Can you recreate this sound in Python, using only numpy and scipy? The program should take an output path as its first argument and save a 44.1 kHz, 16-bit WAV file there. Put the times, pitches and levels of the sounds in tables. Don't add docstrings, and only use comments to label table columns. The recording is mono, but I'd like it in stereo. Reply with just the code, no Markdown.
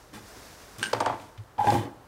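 import sys
import numpy as np
from scipy import signal
from scipy.fft import rfft, irfft
from scipy.io import wavfile
from scipy.ndimage import uniform_filter1d

SR = 44100
rng = np.random.default_rng(int(sys.argv[2]) if len(sys.argv) > 2 else 0)


def decibels_to_gain(level_db):
    exponent = np.asarray(level_db, float) / 20
    return 10 ** exponent


def dump(signal):
    limited = np.clip(np.atleast_2d(signal).T, -1, 1)
    pcm = np.round(limited * 32767).astype(np.int16)
    wavfile.write(sys.argv[1], SR, pcm)


N = 91595
T = np.arange(N) / SR

# [f/Hz, level/dB, t60/s]
MALLET_MODES = [(476, 4.5, 0.023), (572, 8.5, 0.011), (719, -1.5, 0.04), (820, -7, 0.05), (895, 1.5, 0.038),
                (998, 3, 0.018), (1168, 4, 0.014), (1406, -0.5, 0.018), (1580, 1, 0.015),
                (2220, 4.5, 0.0057), (3000, -41, 0.024), (4070, -30, 0.017), (5070, -16, .02),
                (6250, -10, .02)]
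# [f/Hz, level/dB, t60/s]
CUP_MODES = [(831, 2, 0.026), (1010, -13, 0.033), (600, -25, 0.012), (1577, -11, 0.044),
             (2433, -20.5, 0.066), (3580, -28, 0.04)]
# [f/Hz, level/dB, t60/s]
TABLE_MODES = [(61, -45, 0.16), (100, -4.5, 0.18), (117.9, -2, 0.15), (200.2, -7, 0.1), (244, -6, .08),
               (284, 0, 0.094), (339, -2.5, 0.1), (385, -10, 0.22), (487, -11.5, 0.062),
               (590, -16.5, 0.035)]


def unit(x):
    return x / np.sqrt(np.mean(x ** 2))


def butter(x, order, hz, kind="low"):
    return signal.sosfilt(signal.butter(order, hz, kind, fs=SR, output="sos"), x)


def ring(x, modes, gains=None):
    if gains is None:
        gains = np.ones(len(modes))
    out = 0
    for k, (hz, db, t60) in enumerate(modes):
        pole = np.exp(2j * np.pi * hz / SR - np.log(1000) / (t60 * SR))
        sign = (-1) ** k
        out = out + decibels_to_gain(db) * gains[k] * sign * signal.lfilter([1], [1, -pole], x).imag
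    return out


def colour(x, spectrum):
    points = np.array(spectrum)
    f = np.arange(N // 2 + 1) * SR / N + 1
    gain_db = np.interp(np.log(f), np.log(points[:, 0]), points[:, 1], left=-70)
    return unit(irfft(rfft(x) * decibels_to_gain(gain_db), N))


def curve(rows, column=1):
    r = np.array(rows)
    return decibels_to_gain(np.interp(T, r[:, 0], r[:, column], left=-120, right=-120))


def walk(rate_hz):
    k = int(SR / rate_hz)
    steps = np.repeat(rng.standard_normal(N // k + 1), k)
    return unit(uniform_filter1d(steps, k)[:N])


def add(out, s, db, x):
    i = int(s * SR)
    out[i:i + len(x)] += (decibels_to_gain(db) * x / np.abs(x).max())[:N - i]


def push(contact_s, length=12000):
    force = np.zeros(length)
    n = max(int(contact_s * SR), 1)
    force[:n] = np.hanning(n + 2)[1:-1]
    return force


def crack(hz, decay_s):
    burst = rng.standard_normal(4000) * np.exp(-T[:4000] / decay_s)
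    return butter(burst, 2, [hz / 3.05, min(hz * 1.21, 18000)], "bandpass")


def wide(mid, side):
    s = butter(side, 1, 1650, "high")
    return np.array([mid + s, mid - s])


def bounce(x):
    ir = rng.standard_normal(600) * np.exp(-T[:600] / 0.0031)
    ir = butter(ir / np.sqrt(np.sum(ir ** 2)), 1, 900, "high")
    return wide(x, decibels_to_gain(-1.5) * signal.fftconvolve(x, ir)[:N])


def air():
    # [f/Hz, level/dB]
    air_spectrum = [(15, -39), (36, 4), (58, 6.5), (126, 1.5), (200, -4.5), (392, -3), (1430, -7.5),
                    (2200, -17.5), (15800, -30)]
    level_db, flicker_db = -53.5, 0.6
    n = [colour(rng.standard_normal(N), air_spectrum) for _ in range(2)]
    bass_difference = 0.051 * n[1] * np.array([[1], [-1]])
    return decibels_to_gain(level_db + flicker_db * walk(4)) * (wide(n[0], 0.99 * n[1]) + bass_difference)


def sleeve():
    # [t/s, level/dB]
    sleeve_levels = [
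        (0, -62),
        (.12, -65),
        (0.2, -57),
        (.45, -53),
        (.72, -56),
        (0.946, -55.5),
        (1.34, -67.5),
        (1.5, -78),
    ]
    # [f/Hz, level/dB]
    cloth_spectrum = [(120, -13), (200, -9.5), (437, -7.5), (525, -9.5), (1090, -12), (1710, -13.5),
                      (3010, -20.5), (5300, -17), (15500, -29.5)]
    flicker_db = 0.6
    n = [colour(rng.standard_normal(N) + 0.18 * grit(), cloth_spectrum) for _ in range(2)]
    return curve(sleeve_levels) * decibels_to_gain(4.5 + flicker_db * walk(25.5)) * wide(n[0], 1.02 * n[1])


def table_thumps():
    # [t/s, level/dB, contact/s]
    thumps = [(0.1256, -40, 0.0012), (.198, -44, 0.0022), (.21, -43.5, 0.0043), (0.359, -42.5, 0.00052),
              (0.775, -40, 0.006), (0.806, -36.5, 0.0015), (0.862, -59, 0.0077), (1.372, -37.5, 0.0094),
              (1.382, -37.5, 0.011), (1.583, -36.5, 0.012), (1.662, -28, 0.0059), (1.707, -26.5, 0.008),
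              (1.722, -26, 0.0017), (1.742, -17, 0.0014), (1.754, -18, 0.0012), (1.776, -27, 0.0062),
              (1.837, -35, 0.002), (1.851, -37, .002)]
    out = np.zeros(N)
    for s, db, contact_s in thumps:
        add(out, s, db, ring(push(contact_s), TABLE_MODES))
    return out


def lone_grains():
    # [t/s, level/dB, centre f/Hz, decay/s]
    grains = [(0.138, -59, 2560, 0.0035), (0.143, -47, 7050, 0.0081), (.285, -44, 12000, .003),
              (0.784, -34, 10500, 0.0043), (0.795, -34, 7200, 0.0017), (0.816, -42, 2200, 0.0016),
              (1.198, -41.5, 3000, 0.0048), (1.377, -43.5, 3000, 0.0088), (1.436, -50.5, 6940, 0.0012),
              (1.581, -35.5, 1900, 0.0068), (1.653, -36, 2200, .002), (1.6709, -24, 1850, 0.002),
              (1.7041, -23, 4730, 0.0028), (1.713, -35, 1900, .002), (1.736, -41, 3000, 0.0011),
              (1.759, -28, 2160, 0.0019), (1.7823, -35, 2630, 0.00069), (1.855, -40.5, 3000, .001)]
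    out = np.zeros(N)
    for s, db, hz, decay_s in grains:
        add(out, s, db, crack(hz, decay_s))
    return out


def grit(per_s=5500):
    chance, sign, size = rng.random((N, 3)).T
    scatter_db = 2
    heights = decibels_to_gain(-scatter_db * np.log(size + 0.002))
    return unit((chance < per_s / SR) * np.sign(sign - 0.5) * heights)


def drag():
    # [t/s, sliding speed level/dB, pressure level/dB]
    drag_motion = [
        (1.574, -104, -67),
        (1.585, -58, -45),
        (1.63, -54.5, -53),
        (1.68, -50.5, -34),
        (1.73, -49.5, -26.5),
        (1.78, -52, -37.5),
        (1.83, -55, -39.5),
        (1.88, -64.5, -42),
        (1.92, -90, -75),
    ]
    # [t/s, level/dB]
    scuff_motion = [
        [(.128, -71), (.14, -55), (.19, -63), (.23, -91)],
        [(.76, -107), (.79, -59.5), (.83, -56.5), (.92, -59.5)],
        [(1.06, -66), (1.1, -87), (1.22, -63.5), (1.3, -72.5)],
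    ]
    # [f/Hz, level/dB]
    grit_spectrum = [(88, -43), (150, 9), (279, 0.5), (643, -28), (827, -14), (1400, -0.5), (1600, -7.5),
                     (9000, -14), (15500, -23.5)]
    # [f/Hz, level/dB, t60/s]
    rim_modes = [(1600, -1, 0.032), (1910, 8.5, 0.0083), (2435, -2.5, .04), (3040, -3.5, 0.04),
                 (3540, -2.5, 0.039), (4490, -22, 0.036), (4760, -21.5, 0.018)]
    rim_db, rim_clicks_per_s, patchy_db = -5.5, 500, 1.2
    scuffs = sum(curve(c) for c in scuff_motion)
    speed = curve(drag_motion) + scuffs
    press = curve(drag_motion, column=2) + decibels_to_gain(10) * scuffs

    clicks = grit()
    body = unit(ring(clicks, TABLE_MODES))
    body = body + decibels_to_gain(-34) * unit(ring(clicks, CUP_MODES))
    body = body + decibels_to_gain(-6) * unit(ring(clicks, MALLET_MODES[:7]))

    hiss = wide(colour(clicks, grit_spectrum), 0.72 * colour(grit(), grit_spectrum))
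    rim = bounce(unit(ring(grit(rim_clicks_per_s), rim_modes)))
    hiss = (hiss + decibels_to_gain(rim_db) * rim) * decibels_to_gain(patchy_db * walk(59.9))
    low = butter(hiss, 2, 5000)
    fast = np.where(T > drag_motion[0][0], (speed / speed.max()) ** 0.6, 1)
    return uniform_filter1d(press, 300) * body + speed * decibels_to_gain(10.5) * (low + fast * (hiss - low))


def chatter(length_s, hz):
    jolt, jitter = 0.7, 0.015
    wander = uniform_filter1d(rng.standard_normal(12000), 60) * 8
    step = hz * (1 + jitter * wander) / SR
    saw = uniform_filter1d(np.cumsum(step) % 1 - 0.5, 9)
    return jolt * push(0.00069) + push(length_s) ** 0.5 * saw


def cup_slips():
    # [t/s, length/s, level/dB, f/Hz]
    slips = [(0.172, 0.0098, -42, 880), (1.58, 0.010, -29, 927), (1.588, 0.012, -16, 847),
             (1.601, 0.009, -21, 907), (1.608, 0.0068, -18, 870), (1.614, 0.014, -23, 862),
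             (1.631, 0.0092, -29, 1040), (1.638, 0.007, -22, 816), (1.656, 0.0083, -21.5, 907),
             (1.6702, 0.0054, -13.5, 841), (1.675, 0.0052, -20, 814), (1.680, 0.0095, -15.5, 827),
             (1.686, 0.0098, -21.5, 843), (1.692, 0.01, -16, 832), (1.724, 0.004, -33, 840),
             (1.747, 0.01, -20, 827), (1.757, 0.0072, -28, 868)]
    out = np.zeros(N)
    for s, length_s, db, hz in slips:
        add(out, s, db, ring(chatter(length_s, hz), CUP_MODES))
    return out


def mallet_knocks():
    # [t/s, level/dB, favoured f/Hz, crack level/dB, table level/dB]
    knocks = [(.138, -43, 804, -44, -53), (.166, -44, 400, -48, -50), (.183, -54, 500, -53, -56),
              (0.9302, -17.5, 1220, -28.5, -33), (0.9324, -14, 520, -21, -30), (0.948, -24, 1300, -36, -32),
              (0.966, -29, 560, -42, -31.5), (1.0034, -17, 1020, -23.5, -26.5),
              (1.0067, -17.5, 895, -32, -31), (1.013, -19.5, 694, -38, -56), (1.023, -21, 726, -55, -56),
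              (1.05, -27.5, 900, -51, -60), (1.0602, -16, 1430, -26, -28), (1.063, -13, 790, -51, -32),
              (1.071, -20.5, 610, -38, -55), (1.0765, -21, 900, -54, -44), (1.096, -19.5, 900, -48, -38.5),
              (1.103, -25, 900, -50, -29.5), (1.126, -26, 900, -51, -34.5), (1.135, -30, 710, -56, -38.5),
              (1.644, -22, 560, -45, -60), (1.721, -16.5, 690, -44, -55)]
    favour_octaves = 0.58
    out = np.zeros(N)
    for s, db, hz, crack_db, table_db in knocks:
        off = np.log2(np.array(MALLET_MODES)[:, 0] / hz) / favour_octaves
        add(out, s, db, ring(push(0.00035), MALLET_MODES, 1 / (1 + off ** 2)))
        add(out, s, crack_db, crack(4900, 0.0033))
        add(out, s, db - 19.5, crack(1900, 0.048))
        add(out, s, table_db, ring(push(0.0006), TABLE_MODES))
    return out


def rattle():
    decay_s = 0.014
    return push(0.0001) + 0.04 * rng.standard_normal(12000) * np.exp(-T[:12000] / decay_s)


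def puck_ticks():
    # [f/Hz, level/dB, t60/s]
    puck_modes = [(1561, -2, 0.06), (815, -15, 0.06), (1584, -4, 0.07), (2240, -12, 0.012),
                  (2830, -2, 0.014), (3220, -10, 0.025), (2895, -9, 0.05), (3450, -12, .02),
                  (4610, -11, 0.018), (5400, -14, 0.02), (5900, -9, 0.016), (6580, -14, 0.02),
                  (8690, -26, 0.028)]
    # [t/s, level/dB, bending mode level/dB]
    ticks = [
        (0.8286, -13, -25),
        (0.8389, -21.5, -4),
        (0.8497, -28, -24),
        (0.858, -27, -27),
        (0.867, -26, -29),
        (0.9338, -32, -23),
        (1.008, -31, -36),
        (1.06, -32, -27),
    ]
    bending = np.array(puck_modes)[:, 0] < 8000
    out = np.zeros(N)
    for s, db, bend_db in ticks:
        gains_db = rng.standard_normal(len(puck_modes)) + bend_db * bending
        add(out, s, db, ring(rattle(), puck_modes, decibels_to_gain(gains_db)))
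        add(out, s, db - 5, crack(4000, 0.002))
        add(out, s, db - 6.5 + bend_db / 2, crack(5000, 0.022))
    return out


def room(x):
    early_t60_s, late_t60_s, late_db = 0.27, 0.79, -7
    t = T[:SR]
    decay = decibels_to_gain(-60 * t / early_t60_s) + decibels_to_gain(late_db - 60 * t / late_t60_s)
    ir = rng.standard_normal((3, SR)) * decay * np.clip(t / 0.0036, 0, 1)
    low = butter(ir, 2, 2120)
    ir = butter(low + decibels_to_gain(-5.5) * (ir - low), 2, 170, "high")
    ir = wide(ir[0], ir[1]) + 0.36 * ir[2] * np.array([[1], [-1]])
    ir = ir / np.sqrt(np.sum(ir[0] ** 2))
    return decibels_to_gain(-8.5) * signal.fftconvolve(x[None], ir, axes=1)[:, :N]


def ports(x):
    bass_left_db, treble_right_db, lead_rad = 1.5, 4.5, 0.21
    f = np.arange(N // 2 + 1) * SR / N
    side = np.array([[0.5], [-0.5]])
    high = f ** 2 / (f ** 2 + 640 ** 2)
    db = bass_left_db * (1 - high) - treble_right_db * high
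    lead = np.exp(1j * side * lead_rad / (1 + (f / 900) ** 2))
    return irfft(rfft(x) * decibels_to_gain(side * db) * lead, N)


def scene():
    hits = table_thumps() + lone_grains() + cup_slips() + mallet_knocks() + puck_ticks()
    near = bounce(hits) + drag()
    return ports(near + room(near.mean(axis=0)) + sleeve()) + air()


def roll_off(x):
    return signal.sosfilt(signal.butter(12, 16070, fs=SR, output="sos"), x)


def record(dry):
    low_pass = signal.ellip(10, 0.2, 70, 15750, fs=SR, output="sos")
    mix = signal.sosfilt(low_pass, dry)
    return roll_off(mix)


dry = scene()
out = record(dry)
dump(out)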